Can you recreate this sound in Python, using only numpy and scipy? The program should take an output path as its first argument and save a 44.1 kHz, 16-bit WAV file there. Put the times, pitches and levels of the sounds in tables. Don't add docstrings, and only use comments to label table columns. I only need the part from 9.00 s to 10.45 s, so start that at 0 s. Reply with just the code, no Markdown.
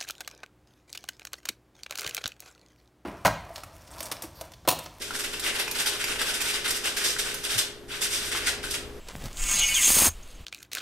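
import sys
import numpy as np
from scipy import signal
from scipy.fft import rfft, irfft
from scipy.io import wavfile
from scipy.ndimage import map_coordinates

SR = 44100
rng = np.random.default_rng(int(sys.argv[2]) if len(sys.argv) > 2 else 0)


def wav_out(sig):
    wavfile.write(sys.argv[1], SR, np.round(np.clip(np.atleast_2d(sig).T, -1, 1) * 32767).astype(np.int16))


N = 63945
TIME_S = np.arange(N) / SR

def from_db(db):
    return 10 ** (np.asarray(db) / 20)

def rms_one(x):
    return x / np.sqrt(np.mean(x ** 2) + 1e-20)

def envelope(points):
    time_s, db = np.transpose(points)
    outside_s = np.maximum(time_s[0] - TIME_S, 0) + np.maximum(TIME_S - time_s[-1], 0)
    return from_db(np.interp(TIME_S, time_s, db) - 400 * outside_s)

def swells(rows):
    return sum(from_db(db) * np.exp(-((TIME_S - centre_s) / half_s) ** 2)
               for centre_s, half_s, db in rows)

def colour(noise, spectrum):
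    hz, db = np.transpose(spectrum)
    bins_hz = np.maximum(np.arange(N // 2 + 1) * SR / N, 1)
    gain = from_db(np.interp(np.log(bins_hz), np.log(hz), db))
    return rms_one(irfft(rfft(noise) * gain, N))

def drift(rate_hz):
    lowpass = signal.butter(2, rate_hz, fs=SR, output="sos")
    return rms_one(signal.sosfilt(lowpass, rng.standard_normal(2 * N))[N:])

def friction(slip_share, slips_per_s=5000, spread_db=3, flutter_db=1.78, flutter_hz=92):
    sizes = from_db(spread_db * np.minimum(rng.exponential(1, N), 5)) * rng.choice([-1, 1], N)
    slips = rms_one(sizes * (rng.random(N) < slips_per_s / SR))
    noise = np.sqrt(slip_share) * slips + np.sqrt(1 - slip_share) * rng.standard_normal(N)
    return noise * from_db(flutter_db * drift(flutter_hz))

def resonate(force, modes):
    response, power = 0, 0
    for hz, bandwidth_hz, db in modes:
        radius = np.exp(-np.pi * bandwidth_hz / SR)
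        gain = (1 - radius ** 2) / 2
        feedback = [1, -2 * radius * np.cos(2 * np.pi * hz / SR), radius ** 2]
        response += from_db(db) * signal.lfilter([gain, 0, -gain], feedback, force + 1e-18)
        power += from_db(db) ** 2 * gain
    return response / np.sqrt(power)

def damped(start_s, hz, t60_s):
    age_s = np.maximum(TIME_S - start_s, 0)
    return np.sin(2 * np.pi * hz * age_s) * from_db(-60 * age_s / t60_s)

# time_s, level_db
WIND_LEVEL = [(0, -45), (0.15, -42), (0.22, -37), (0.32, -39), (0.44, -32), (0.53, -37), (0.75, -40),
              (1.0, -43), (1.2, -44), (1.45, -47)]
# frequency_hz, gain_db
WIND_SPECTRUM = [(10, -5), (24, -3.5), (40, -6.5), (65, -17.5), (120, -27.5), (250, -30.5), (800, -48.5)]
LEAF_SPECTRUM = [(70, 4.5), (200, -0.5), (330, -1), (650, -2), (900, -5.5), (1200, -3.5), (1600, -8.5),
                 (3000, -4.5), (5500, -15.5), (8000, -13), (11000, -38), (16000, -53)]

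def wind():
    rumble = envelope(WIND_LEVEL) * colour(rng.standard_normal(N), WIND_SPECTRUM)
    return rumble + from_db(-53) * colour(rng.standard_normal(N), LEAF_SPECTRUM)

def call(pitch_hz=7670, jitter_hz=30, end_s=0.25, fade_s=0.06):
    hz = pitch_hz + jitter_hz * drift(150)
    fade = np.clip((end_s - TIME_S) / fade_s, 0, 1)
    return from_db(-60.5) * fade * np.sin(2 * np.pi * np.cumsum(hz) / SR)

# start_s, peak_db
LOOP_TICKS = [(0.0857, -29), (0.161, -35.5), (0.2395, -32), (0.2565, -29), (0.3296, -32), (0.3709, -23),
              (0.4388, -21), (0.595, -12)]

def ticks(t60_s=0.013, band_hz=(2970, 9100)):
    bandpass = signal.butter(2, band_hz, "band", fs=SR, output="sos")
    out = np.zeros(N)
    for start_s, db in LOOP_TICKS:
        decay = (TIME_S >= start_s) * from_db(-60 * np.abs(TIME_S - start_s) / t60_s)
        crack = signal.sosfilt(bandpass, rng.standard_normal(N) * decay + 1e-18)
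        out += from_db(db) * crack / np.abs(crack).max()
    return out

# centre_s, half_length_s, level_db
SLEEVE_SWELLS = [(0.088, 0.016, -45.5), (0.115, 0.02, -47), (0.165, 0.048, -59.5), (0.222, 0.024, -49),
                 (0.262, 0.0076, -42), (0.31, 0.11, -49), (1.403, 0.013, -52.5)]
# frequency_hz, gain_db
SLEEVE_SPECTRUM = [(60, -14), (170, 8.5), (400, 7), (1200, 3), (3000, -1), (6500, -4.5), (10000, -9.5),
                   (16000, -32)]

def rustles():
    crackle = friction(slip_share=0.68) * from_db(2.5 * drift(450))
    return swells(SLEEVE_SWELLS) * colour(crackle, SLEEVE_SPECTRUM)

# start_s, level_db, pitch_hz
HAND_KNOCKS = [(0.1535, -19.5, 1760), (0.2403, -27.5, 254), (0.2535, -52, 350), (0.257, -29.5, 384),
               (0.88, -21, 910), (0.904, -13.5, 760), (0.968, -17, 530), (1.0211, -13, 740),
               (1.069, -17.5, 654)]

def knocks(t60_cycles=3.1, low_cut_hz=70):
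    out = np.zeros(N)
    for start_s, db, hz in HAND_KNOCKS:
        t60_s = t60_cycles / hz
        lower = 0.35 * damped(start_s, 0.43 * hz, t60_s / 0.23)
        out += from_db(db) * (damped(start_s, hz, t60_s) + lower)
    return signal.sosfilt(signal.butter(2, low_cut_hz, "high", fs=SR, output="sos"), out + 1e-18)

# centre_s, half_length_s, level_db
RUB_SWELLS = [(0.165, 0.037, -42), (0.25, 0.025, -36), (0.565, 0.056, -43.5), (0.725, 0.028, -48.5),
              (0.83, 0.021, -66), (1.41, 0.016, -50.5)]
# frequency_hz, gain_db
RUB_SPECTRUM = [(40, 1.5), (110, -4), (200, 0), (330, -20.5), (700, -19.5), (2000, -30.5)]

def rubs():
    return swells(RUB_SWELLS) * colour(friction(slip_share=0.8), RUB_SPECTRUM)

# start_s, pitch_hz, t60_s, level_db
POLE_THUDS = [(0.236, 122, 0.13, -29.5), (1.017, 99, 0.046, -26), (1.075, 82.4, 0.13, -21.5),
              (1.398, 70, 0.079, -31.5)]

def thuds(attack_s=0.012):
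    return sum(from_db(db) * damped(start_s, hz, t60_s) * np.clip((TIME_S - start_s) / attack_s, 0, 1)
               for start_s, hz, t60_s, db in POLE_THUDS)

# time_s, delay_ms
ECHO_DELAY = [(0.38, 0.138), (0.53, 0.138), (0.60, 0.28), (0.63, 0.32), (0.665, 0.40), (0.73, 0.43),
              (0.77, 0.6), (0.80, 0.93), (0.86, 1.5), (1.1, 2.4)]

def tube_echo(force, reflection=0.33):
    time_s, delay_ms = np.transpose(ECHO_DELAY)
    delay_samples = np.interp(TIME_S, time_s, delay_ms) * SR / 1000
    echo = map_coordinates(force, [np.arange(N) - delay_samples], order=3)
    return rms_one(force + reflection * echo)

# time_s, level_db
HISS_LEVEL = [(0.35, -52), (0.385, -36), (0.44, -32), (0.50, -25.5), (0.55, -23), (0.582, -28.5),
              (0.596, -19), (0.61, -33), (0.635, -25.5), (0.665, -31), (0.738, -31), (0.75, -25.5),
              (0.80, -24), (0.825, -20), (0.884, -18), (0.90, -24.5), (1.03, -28.5), (1.07, -24.5),
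              (1.095, -42), (1.15, -53.5)]
BENDING_DRIVE = [(0.36, -64), (0.378, -41), (0.445, -39.5), (0.49, -33.5), (0.56, -30), (0.61, -29),
                 (0.67, -33), (0.74, -34), (0.79, -39), (0.84, -33), (0.89, -37.5), (0.94, -35),
                 (1.0, -34.5), (1.06, -40.5), (1.09, -63)]
# frequency_hz, gain_db
HISS_SPECTRUM = [(100, -31), (300, -13.5), (600, -31.5), (1600, -23), (2600, -2.5), (4300, -15.5),
                 (5400, -8.5), (6100, -6.5), (6600, 3), (7800, 0.5), (9500, -2.5), (10900, -12.5),
                 (14500, -14.5), (16000, -16)]
# frequency_hz, bandwidth_hz, gain_db
BENDING_MODES = [(606, 22, -22), (738, 20, -19), (883, 20, -16), (1040, 24, -12), (1220, 24, -12),
                 (1390, 20, -11), (1579, 16, -8), (1787, 14, -10), (2000, 24, -9), (2215, 20, -1),
                 (2455, 18, -2), (2701, 22, -5), (2938, 28, -4), (3205, 26, -6), (3469, 26, -5),
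                 (3750, 34, -11), (4010, 38, -11), (4330, 50, -12), (4640, 42, -12), (4950, 55, -13)]

def slide():
    force = tube_echo(friction(slip_share=0.42))
    hiss = from_db(-2) * envelope(HISS_LEVEL) * colour(force, HISS_SPECTRUM)
    return hiss + resonate(force * envelope(BENDING_DRIVE), BENDING_MODES)

# time_s, level_db
WALL_DRIVE = [(0.37, -53), (0.50, -35), (0.55, -31.5), (0.635, -26.5), (0.67, -30), (0.73, -40),
              (0.75, -22.5), (0.80, -38), (0.85, -23), (0.885, -26.5), (0.93, -27), (1.03, -30),
              (1.068, -21.5), (1.085, -49)]
# centre_s, half_length_s, level_db
WALL_TOUCHES = [(1.1, 0.0062, -41.5), (1.232, 0.0056, -50), (1.257, 0.006, -59), (1.305, 0.01, -60),
                (1.355, 0.0091, -55)]
# frequency_hz, bandwidth_hz, gain_db
WALL_MODES = [(6410, 28, 0), (6485, 34, -1), (6570, 90, -7)]

def wall_ring():
    drive = envelope(WALL_DRIVE) + swells(WALL_TOUCHES)
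    return resonate(drive * friction(slip_share=0.42), WALL_MODES)

# start_s, length_s, start_hz, end_hz, level_db
SQUEAK_GLIDES = [(0.565, 0.06, 4700, 3700, -36), (0.608, 0.045, 2970, 2910, -23.5),
                 (0.607, 0.045, 2450, 2200, -29), (0.66, 0.045, 2230, 2200, -32),
                 (0.7, 0.036, 2970, 2930, -28), (0.742, 0.056, 3620, 2680, -23.5),
                 (0.768, 0.054, 2300, 1960, -25.5), (0.82, 0.045, 3100, 3600, -31),
                 (0.899, 0.014, 9800, 9800, -23), (0.912, 0.018, 10600, 10400, -27)]

def squeaks(jitter_hz=105, roughness_db=2.2):
    tones = np.zeros(N)
    for start_s, length_s, start_hz, end_hz, db in SQUEAK_GLIDES:
        progress = np.clip((TIME_S - start_s) / length_s, 0, 1)
        hz = start_hz + (end_hz - start_hz) * progress + jitter_hz * drift(450)
        arch = np.sqrt(np.sin(np.pi * progress).clip(0))
        tones += from_db(db + roughness_db * drift(250)) * arch * np.sin(2 * np.pi * np.cumsum(hz) / SR)
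    tone_rms = np.std(tones)
    ring = tone_rms * rms_one(resonate(tones, BENDING_MODES))
    return tone_rms * rms_one(0.8 * tones + 0.55 * ring)

# time_s, level_db
RASP_LEVEL = [(0.69, -32), (0.73, -38.5), (0.79, -31), (0.84, -36), (0.88, -24.5), (0.905, -20),
              (0.93, -23.5), (0.975, -20), (1.04, -21.5), (1.072, -21.5), (1.089, -28.5), (1.098, -47),
              (1.15, -67)]
# frequency_hz, gain_db
RASP_SPECTRUM = [(150, -9), (1000, -17), (2200, -8.5), (4000, -7.5), (5000, -3.5), (6000, -10), (6500, -14),
                 (7500, -0.5), (9000, 1), (9900, 0), (11200, -6), (13000, -3), (14200, -4.5), (16000, -10)]
# frequency_hz, bandwidth_hz, gain_db
HIGH_WALL_MODES = [(8461, 60, 0), (8790, 130, -3), (9133, 70, 0), (9805, 75, -1), (12950, 160, -8),
                   (13800, 90, -8)]

def rasp():
    drive = envelope(RASP_LEVEL)
    direct = drive * colour(friction(slip_share=0.2), RASP_SPECTRUM)
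    return direct + from_db(-7.5) * resonate(drive * friction(slip_share=0.2), HIGH_WALL_MODES)

# time_s, level_db
SCUFF_LEVEL = [(0.84, -71), (0.88, -40), (0.945, -39), (0.968, -35.5), (1.0, -30.5), (1.074, -28.5),
               (1.09, -32.5), (1.1, -52)]
# frequency_hz, gain_db
SCUFF_SPECTRUM = [(30, -20), (60, 6), (110, -8), (280, -1), (550, -6.5), (1100, -2.5), (2000, -10.5),
                  (5000, -22.5)]

def scuff():
    return envelope(SCUFF_LEVEL) * colour(friction(slip_share=0.86), SCUFF_SPECTRUM)

# time_s, level_db
SETTLE_LEVEL = [(1.1, -66), (1.19, -60), (1.25, -59), (1.31, -54.5), (1.37, -64), (1.45, -79)]
# frequency_hz, gain_db
SETTLE_SPECTRUM = [(500, -30), (1800, -8), (2900, 1), (4300, 4.5), (5500, -5), (6500, -4), (9000, 2.5),
                   (11500, -5.5), (16000, -16.5)]

def settle():
    return envelope(SETTLE_LEVEL) * colour(friction(slip_share=1.0), SETTLE_SPECTRUM)

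def scene():
    loop = slide() + wall_ring() + squeaks() + rasp() + scuff() + settle() + ticks()
    hands = rustles() + knocks() + rubs() + thuds()
    mono = loop + hands + wind() + call()
    return np.array([mono, mono])

def record(dry, cutoff_hz=15650):
    return signal.sosfilt(signal.ellip(12, 0.1, 90, cutoff_hz, fs=SR, output="sos"), dry)

dry = scene()
out = record(dry)
wav_out(out)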